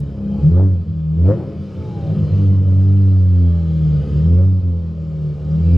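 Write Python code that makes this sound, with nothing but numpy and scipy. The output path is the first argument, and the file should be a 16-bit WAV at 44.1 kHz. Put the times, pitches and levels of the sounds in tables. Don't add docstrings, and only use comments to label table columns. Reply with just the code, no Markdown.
import sys
import numpy as np
from scipy import signal
from scipy.fft import rfft, irfft
from scipy.io import wavfile
from scipy.ndimage import uniform_filter1d

SR = 44100
rng = np.random.default_rng(int(sys.argv[2]) if len(sys.argv) > 2 else 0)


def ratio_of_db(decibels):
    return 10 ** (np.asarray(decibels, float) / 20)


def generate_wav(signal):
    frames = np.transpose(np.atleast_2d(signal))
    scaled = np.clip(frames, -1, 1) * 32767
    pcm = np.round(scaled).astype(np.int16)
    wavfile.write(sys.argv[1], SR, pcm)


N = 254456
T = np.arange(N) / SR

# f/Hz, density/dB
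AIR_COLOUR = [(12, -29.5), (20, -7.5), (28, -4.5), (38, -9), (48, 1.5), (60, -10.5), (90, -38.5),
              (200, -100)]
# t/s, length/s, level/dB
GUSTS = [(.5, 0.098, -46), (1.28, 0.024, -44), (2.3, 0.26, -39.5), (2.86, 0.069, -46), (4.35, 0.1, -46),
         (5.75, 0.037, -32)]
# t/s, length/s, level/dB
SCUFFS = [
    (.84, 0.025, -66),
    (1.3, 0.057, -55.5),
    (4.19, 0.024, -70.5),
    (4.43, 0.039, -55.5),
]
# t/s, length/s, level/dB
TICKS = [
    (.004, .005, -53),
    (4.19, .02, -80),
]
# f/Hz, level/dB
HUMS = [(1061, -64.5), (1152, -70), (2379, -77), (3241, -78.5), (3515, -77), (4285, -81.5), (4635, -84.5),
        (5367, -80.5)]
# start/s, end/s, start f/Hz, end f/Hz, level/dB
WHISTLES = [(.36, .45, 815, 850, -45), (.33, .44, 1110, 1130, -55), (1.76, 1.88, 1290, 1270, -55),
            (1.4, 1.5, 990, 980, -54), (2.28, 2.48, 1160, 1140, -54), (3.45, 3.65, 1180, 1150, -57),
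            (3.88, 4.25, 434, 428, -41), (5.1, 5.45, 426, 420, -47), (1.9, 2.08, 3250, 3220, -68)]
# f/Hz, likeness (1 = same)
LIKENESS = [(30, 0.84), (600, 1), (1200, 1), (2500, 1), (4500, 0.99), (7000, 0.71), (9000, 0.27),
            (13000, .3)]
# f/Hz, left over right/dB
LEFT_LEAN = [(60, -0.5), (110, -0.5), (190, 0.5), (350, 3.0), (630, 1.0), (1140, 0.0), (2050, 0.0),
             (3690, 0.0), (6640, 0.5), (12000, 0.0)]
# f/Hz, left ahead/rad
LEFT_LEAD = [(0, 0), (340, 0.3), (950, -0.0), (5600, 0.1), (7920, 0.7), (9220, 0.6), (9910, 0.2),
             (12100, 0.1)]
# f/Hz, density/dB
ROAR_COLOUR = [(350, -27.5), (600, 2.5), (739, -5.5), (825, -1.5), (911, -13.5), (960, -14.5),
               (1230, -10.5), (1640, -20.5), (2400, -31), (3120, -49), (5280, -120)]
HISS_COLOUR = [(940, -32.5), (1600, -3.5), (2110, -3), (2340, -2), (2830, -3), (3130, -4), (3360, -4.5),
               (4080, -6.5), (4800, -5.5), (5220, -7.5), (5870, -13.5), (7500, -18.5), (9750, -38.5),
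               (16500, -120)]
FIZZ_COLOUR = [(3820, -26), (6500, -4), (7320, -4.5), (8660, -9), (11600, -8.5), (12400, -19),
               (16100, -49.5), (22000, -120)]
# f/Hz, width/Hz, level/dB
TIP_MODES = [(462, 13, 17), (530, 22, 8), (807, 10, -2), (1244, 59, 1.5), (1495, 100, -8),
             (2390, 54, -12.5), (3125, 57, -7.5), (2960, 25, -8), (4930, 120, -18)]
# t/s, level/dB
FLOW = [(0, -4), (.29, -2.5), (.45, 2), (.56, -1.5), (.8, -7), (1.12, -6.5), (1.3, -0.5), (1.45, -2),
        (1.8, 1.5), (2.4, 3.5), (2.62, -3.5), (2.75, .6), (3.23, -1.5), (4.18, 4.5), (4.5, -5),
        (4.81, -5.5), (5.5, -0.4), (5.77, 3)]
# t/s, firings per second/Hz
SPEED = [(0.0, 72.1), (0.21, 66.7), (0.38, 67.7), (0.62, 98.4), (0.85, 81.3), (1.11, 77.5), (1.23, 87.3),
         (1.42, 129.6), (1.52, 137.3), (1.84, 124.8), (2.23, 100.2), (2.69, 94.2), (2.99, 98.4),
         (4.09, 70.7), (4.46, 96.3), (4.74, 85.3), (5.35, 73.2), (5.77, 87.2)]
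# t/s, firing strength/dB, rasp in the pipe/dB, unevenness of firings/dB
LOAD = [(0, -3, -2, -0.5), (.28, 1.5, 2.5, 2.5), (.47, 1.5, 3.5, 10), (.64, 1.5, 4, 2.5), (.8, -5, -4.5, 5),
        (1.08, -3.5, -9, -13), (1.25, 2, 8, 5), (1.4, 6.5, 13.5, 5), (1.68, -4.5, 0.5, -1), (1.9, 5, 6, 6),
        (2.2, -8.5, 7.5, 13), (2.42, 0, 5, 9.5), (3.45, 1.5, -3, -10), (3.95, 1, 1.5, 6.5),
        (4.25, 4, 5, 10), (4.65, -3, -3, -3.5), (5.38, -10.5, -1.5, -0.5), (5.62, 3.5, 3.5, 5)]
# t/s, length/s, extra rasp/dB
BARKS = [
    (.595, .06, 9.5),
    (1.309, .035, 10.5),
    (4.4, 0.061, 5.5),
]
# f/Hz, width/Hz, level/dB
PIPE_MODES = [(90.7, 10.7, -6.5), (153.5, 10.97, 2.5), (204.1, 10.7, -4.5), (267.2, 16, -18),
              (317.2, 12, -13.5), (375.1, 12, -15.5), (432.1, 16.4, -15.5), (506.6, 25, -22.5),
              (554, 27, -23.5), (615, 28, -32), (691, 19, -33.5), (838.6, 15, -42.5), (916, 97, -43.5),
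              (1020, 150, -45), (1470, 300, -63)]
# f/Hz, level/dB
SILENCER_PASS = [(66, -36), (73, -22.5), (81.5, -21), (86, -12.5), (99, -11), (107, -19), (117, -33.5),
                 (135, -36.5),
                 (141, -31), (147, -15), (155, -15), (168, -22), (188, -25), (201, -23), (215, -36), (235, -52),
                 (258, -44), (288, -41.5), (305, -47), (325, -42), (360, -48.5), (400, -46), (450, -62),
             (520, -49)]
ORDER_LAGS = [0, -1.7, -5.3, 1.6]
STEEP_DB = [-1, -12]
# t/s, length/s, extra level/dB
STEEP_SWELLS = [(.66, .05, 5), (2.42, .07, 3.5), (2.9, 0.085, 0), (3.24, 0.07, -9), (3.44, 0.063, 5),
                (4.7, 0.085, 13), (4.4, 0.038, -11)]
# t/s, length/s, change/dB
SECOND_LIFTS = [
    (.48, 0.038, 6),
    (.78, .05, -2.5),
    (3.2, 0.17, -2),
    (4.06, 0.039, -11.5),
    (4.2, 0.044, -2),
    (5.26, .07, 5),
    (5.4, .04, -3.5),
    (5.64, 0.024, -6.5),
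]
# t/s, length/s, depth/dB
STUMBLES = [(.86, .025, -2), (2.28, 0.03, -2), (2.64, .05, -10), (4.06, 0.084, -12), (4.62, 0.016, -3.5)]
# t/s, length/s, extra unevenness/dB, second mode over first/dB
SHUDDERS = [(.01, 0.035, 5, 12), (.92, 0.052, 9.5, -17.5), (1.36, 0.026, 7.5, 14.5), (1.6, 0.043, 8, 0),
            (1.8, 0.033, 6, -6), (2.13, 0.05, 3, 6), (2.23, 0.034, 4.5, -7.5)]
# t/s, length/s, level/dB
WHINE = [(1.95, .13, -40), (3.54, .17, -44), (3.85, .08, -47)]


def evened(x):
    return x / np.sqrt(np.mean(x ** 2) + 1e-20)


def steady(x, seconds):
    size = round(seconds * SR)
    power = uniform_filter1d(uniform_filter1d(x ** 2, size), size)
    return x / np.sqrt(power + 1e-12)


def read(points, hz):
    f, value = np.transpose(points)
    return np.interp(np.log(hz + 1), np.log(f + 1), value)


def columns(rows):
    s, *values = np.transpose(rows)
    return [np.interp(T, s, v) for v in values]


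def swells(rows):
    return sum(np.array(extra)[:, None] * np.exp(-((T - s) / length) ** 2) for s, length, *extra in rows)


def bumps(rows):
    return sum(ratio_of_db(db) * np.exp(-((T - s) / length) ** 2) for s, length, db in rows)


def band(x, lo_hz, hi_hz):
    return signal.sosfilt(signal.butter(3, [lo_hz, hi_hz], "bandpass", fs=SR, output="sos"), x)


def filtered(x, response):
    both = np.concatenate([x, x[::-1]])
    hz = np.fft.rfftfreq(2 * N, 1 / SR)
    return irfft(rfft(both) * response(hz), 2 * N)[..., :N]


def pipe(hz, modes):
    total = 0
    for k, (f, width, db) in enumerate(modes):
        push = 1j * hz * width
        total = total + (-1) ** k * ratio_of_db(db) * push / (f ** 2 - hz ** 2 + push)
    return total


def microphone_air():
    colour = ratio_of_db(read(AIR_COLOUR, np.fft.rfftfreq(N, 1 / SR)))
    low = evened(irfft(rfft(rng.standard_normal(N)) * colour, N))
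    return low * (ratio_of_db(-50) + bumps(GUSTS))


def grip_scuffs():
    rub = band(rng.standard_normal((2, N)), 150, 9000)
    return evened(signal.lfilter([1], [1, -.93], rub)) * bumps(SCUFFS)


def grip_ticks():
    bright = evened(band(rng.standard_normal(N), 4000, 14000))
    return bright * bumps(TICKS) * ratio_of_db(np.array([[-2.], [1.]]))


def kerb(x):
    t, fade_s = np.arange(6000) / SR, 0.15
    hits = rng.standard_normal((2, len(t))) * (rng.random((2, len(t))) < .03)
    taps = hits * ratio_of_db(-60 * t / fade_s)
    taps = taps / np.linalg.norm(taps[0])
    return ratio_of_db(-13) * signal.fftconvolve(band(x, 240, 2400)[None], taps, axes=1)[:, :N]


def hums():
    out = np.zeros(N)
    for hz, db in HUMS:
        level, pitch = evened(uniform_filter1d(rng.standard_normal((2, N)), size=5000))
        out += ratio_of_db(db + 0.63 * level) * np.sin(2 * np.pi * np.cumsum(hz + 7.4 * pitch) / SR)
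    return out


def whistles():
    out = np.zeros(N)
    for start, end, from_hz, to_hz, db in WHISTLES:
        u = np.clip((T - start) / (end - start), 0, 1)
        hz = from_hz + (to_hz - from_hz) * u
        out += ratio_of_db(db) * np.sin(np.pi * u) ** 1.2 * np.sin(2 * np.pi * np.cumsum(hz) / SR)
    return out


def speed():
    size = round(.09 * SR)
    once = uniform_filter1d(columns(SPEED)[0], size, mode="nearest")
    return uniform_filter1d(once, size, mode="nearest")


def bark():
    return swells(BARKS)[0]


def load():
    strength_db, rasp_db, uneven_db = uniform_filter1d(columns(LOAD), size=1300, axis=1)
    return strength_db, rasp_db + bark(), uneven_db


def gas_noise(colour, patchy_db, streaky_db):
    hz = np.fft.rfftfreq(1024, 1 / SR)
    a, b, c, d, patches, streaks = rng.standard_normal((N // 256 + 5, 513, 6)).T
    patches = uniform_filter1d(patches, size=8, axis=0)
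    patches = evened(uniform_filter1d(patches, size=12, axis=1))
    streaks = evened(uniform_filter1d(streaks, size=70, axis=1))
    same = np.clip(read(LIKENESS, hz), -1, 1)[:, None]
    left = a + 1j * b
    right = same * left + np.sqrt(1 - same ** 2) * (c + 1j * d)
    level_db = read(colour, hz)[:, None] + patchy_db * patches + streaky_db * streaks
    z = np.array([left, right]) * ratio_of_db(level_db)
    return evened(signal.istft(z, nperseg=1024, noverlap=768)[1][:, :N])


def outlet_gas(turns):
    flow_db = uniform_filter1d(columns(FLOW)[0], size=1200)
    roar_db = -54 + 0.52 * load()[1] + 0.24 * flow_db
    hiss_db = -57.5 + flow_db
    fizz_db = -75.5 + 0.9 * flow_db
    throb = 1 + 0.13 * np.cos(2 * np.pi * turns + 0.5)
    puffs = 0.32 * bark() * abs(np.cos(np.pi * turns)) ** 6.4
    roar = ratio_of_db(roar_db) * gas_noise(ROAR_COLOUR, patchy_db=3.7, streaky_db=2.0) * (throb + puffs)
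    hiss = ratio_of_db(hiss_db) * gas_noise(HISS_COLOUR, patchy_db=1.2, streaky_db=4.0) * (0.68 + 0.27 * throb)
    fizz = ratio_of_db(fizz_db) * gas_noise(FIZZ_COLOUR, patchy_db=1.2, streaky_db=1.5)
    singing = evened(filtered(rng.standard_normal(N), lambda hz: pipe(hz, TIP_MODES)))
    return roar + hiss + fizz + ratio_of_db(hiss_db + 8) * singing


def belt_whine(turns):
    return bumps(WHINE) * np.sin(2 * np.pi * 7 * turns)


def gruff_gas(turns):
    puffs = (1.1 + np.exp(-(turns % 1) / 0.09)) * rng.standard_normal(N)
    gruff = band(filtered(puffs, lambda hz: pipe(hz, PIPE_MODES[3:])), 180, 3600)
    return ratio_of_db(-44 + load()[1] - 0.35 * bark()) * steady(gruff, 0.1)


def uneven_rumble(turns):
    uneven_db = load()[2]
    shudder_db, tilt_db = swells(SHUDDERS)
    kicks = np.diff(np.floor(turns), prepend=0) * rng.standard_normal(N)
    first = steady(band(filtered(kicks, lambda hz: pipe(hz, PIPE_MODES[:1])), 80, 110), .05)
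    second = steady(band(filtered(kicks, lambda hz: pipe(hz, PIPE_MODES[1:3])), 140, 212), .04)
    tilt = ratio_of_db((-0.4 + 0.067 * uneven_db + tilt_db) / 2)
    return 0.57 * ratio_of_db(-31 + uneven_db + shudder_db) * (first / tilt + second * tilt)


def firing_lines(turns, rate_hz):
    _, rasp_db, uneven_db = load()
    bank_db = -28 + 0.57 * uneven_db + 0.5 * swells(SHUDDERS)[0]
    sharp_db = -22.5 + rasp_db + 0.5 * bark()
    slow, out = T[::256], 0
    for half in [1, 3, 5, 7, *range(9, 40)]:
        hz = half / 2 * rate_hz[::256]
        drift = evened(uniform_filter1d(rng.standard_normal(len(slow)), size=15))
        if half % 2:
            level_db = bank_db[::256] - 12.0 * (half > 8) - 3.5 * (half < 2)
        else:
            level_db = sharp_db[::256]
        start = np.exp(1j * rng.uniform(-.6, .6))
        gain = pipe(hz, PIPE_MODES) * ratio_of_db(level_db + 2.5 * drift) * start
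        out = out + (np.interp(T[::4], slow, gain) * np.exp(1j * np.pi * half * turns[::4])).real
    return signal.resample_poly(out, 4, 1)[:N]


def boom_levels(rate_hz):
    strength_db, rasp_db, _ = load()
    climb = np.gradient(rate_hz) * SR
    cold_hz = rate_hz * (1 - 0.022 * np.tanh(climb / 15))
    silencer = SILENCER_PASS
    first = read(silencer, rate_hz) + strength_db
    second = read(silencer, 2 * cold_hz) + strength_db + swells(SECOND_LIFTS)[0]
    upper = []
    for k, steep_db in zip([3, 4], STEEP_DB):
        own_db = read(silencer, k * cold_hz) + strength_db + 0.31 * rasp_db
        grown_db = steep_db + 3.0 * first + swells(STEEP_SWELLS)[0]
        upper.append(10 * np.log10(ratio_of_db(2 * own_db) + ratio_of_db(2 * grown_db)))
    return [first, second, upper[0], upper[1] + bark()]


def boom(turns, rate_hz):
    out = 0
    for k, db in enumerate(boom_levels(rate_hz)):
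        delay = np.unwrap(np.angle(pipe((k + 1) * rate_hz[::256], PIPE_MODES)))
        phase = 2 * np.pi * (k + 1) * turns + ORDER_LAGS[k] + np.interp(T, T[::256], delay)
        out = out + ratio_of_db(db + 0.53 * (k == 2)) * np.cos(phase)
    return np.sqrt(2) * out * (1 - bumps(STUMBLES))


def exhaust(turns, rate_hz):
    rough = gruff_gas(turns) + uneven_rumble(turns)
    return belt_whine(turns) + rough + firing_lines(turns, rate_hz) + boom(turns, rate_hz)


def scene():
    rate_hz = speed()
    turns = np.cumsum(rate_hz) / SR
    background = microphone_air() + grip_scuffs() + grip_ticks()
    car = hums() + whistles() + exhaust(turns, rate_hz)
    ports = np.array([[.5], [-.5]])
    direct = filtered(car, lambda hz: ratio_of_db(ports * read(LEFT_LEAN, hz)) * np.exp(1j * ports * read(LEFT_LEAD, hz)))
    return background + kerb(car) + outlet_gas(turns) + direct


def top_cut(x):
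    return signal.sosfilt(signal.butter(12, 12560, fs=SR, output="sos"), x)


def record(dry):
    edge_s = np.minimum(T, T[-1] - T)
    fade = np.sin(np.pi / 2 * np.clip(edge_s / .004, 0, 1))
    return top_cut(dry * fade)


dry = scene()
out = record(dry)
generate_wav(out)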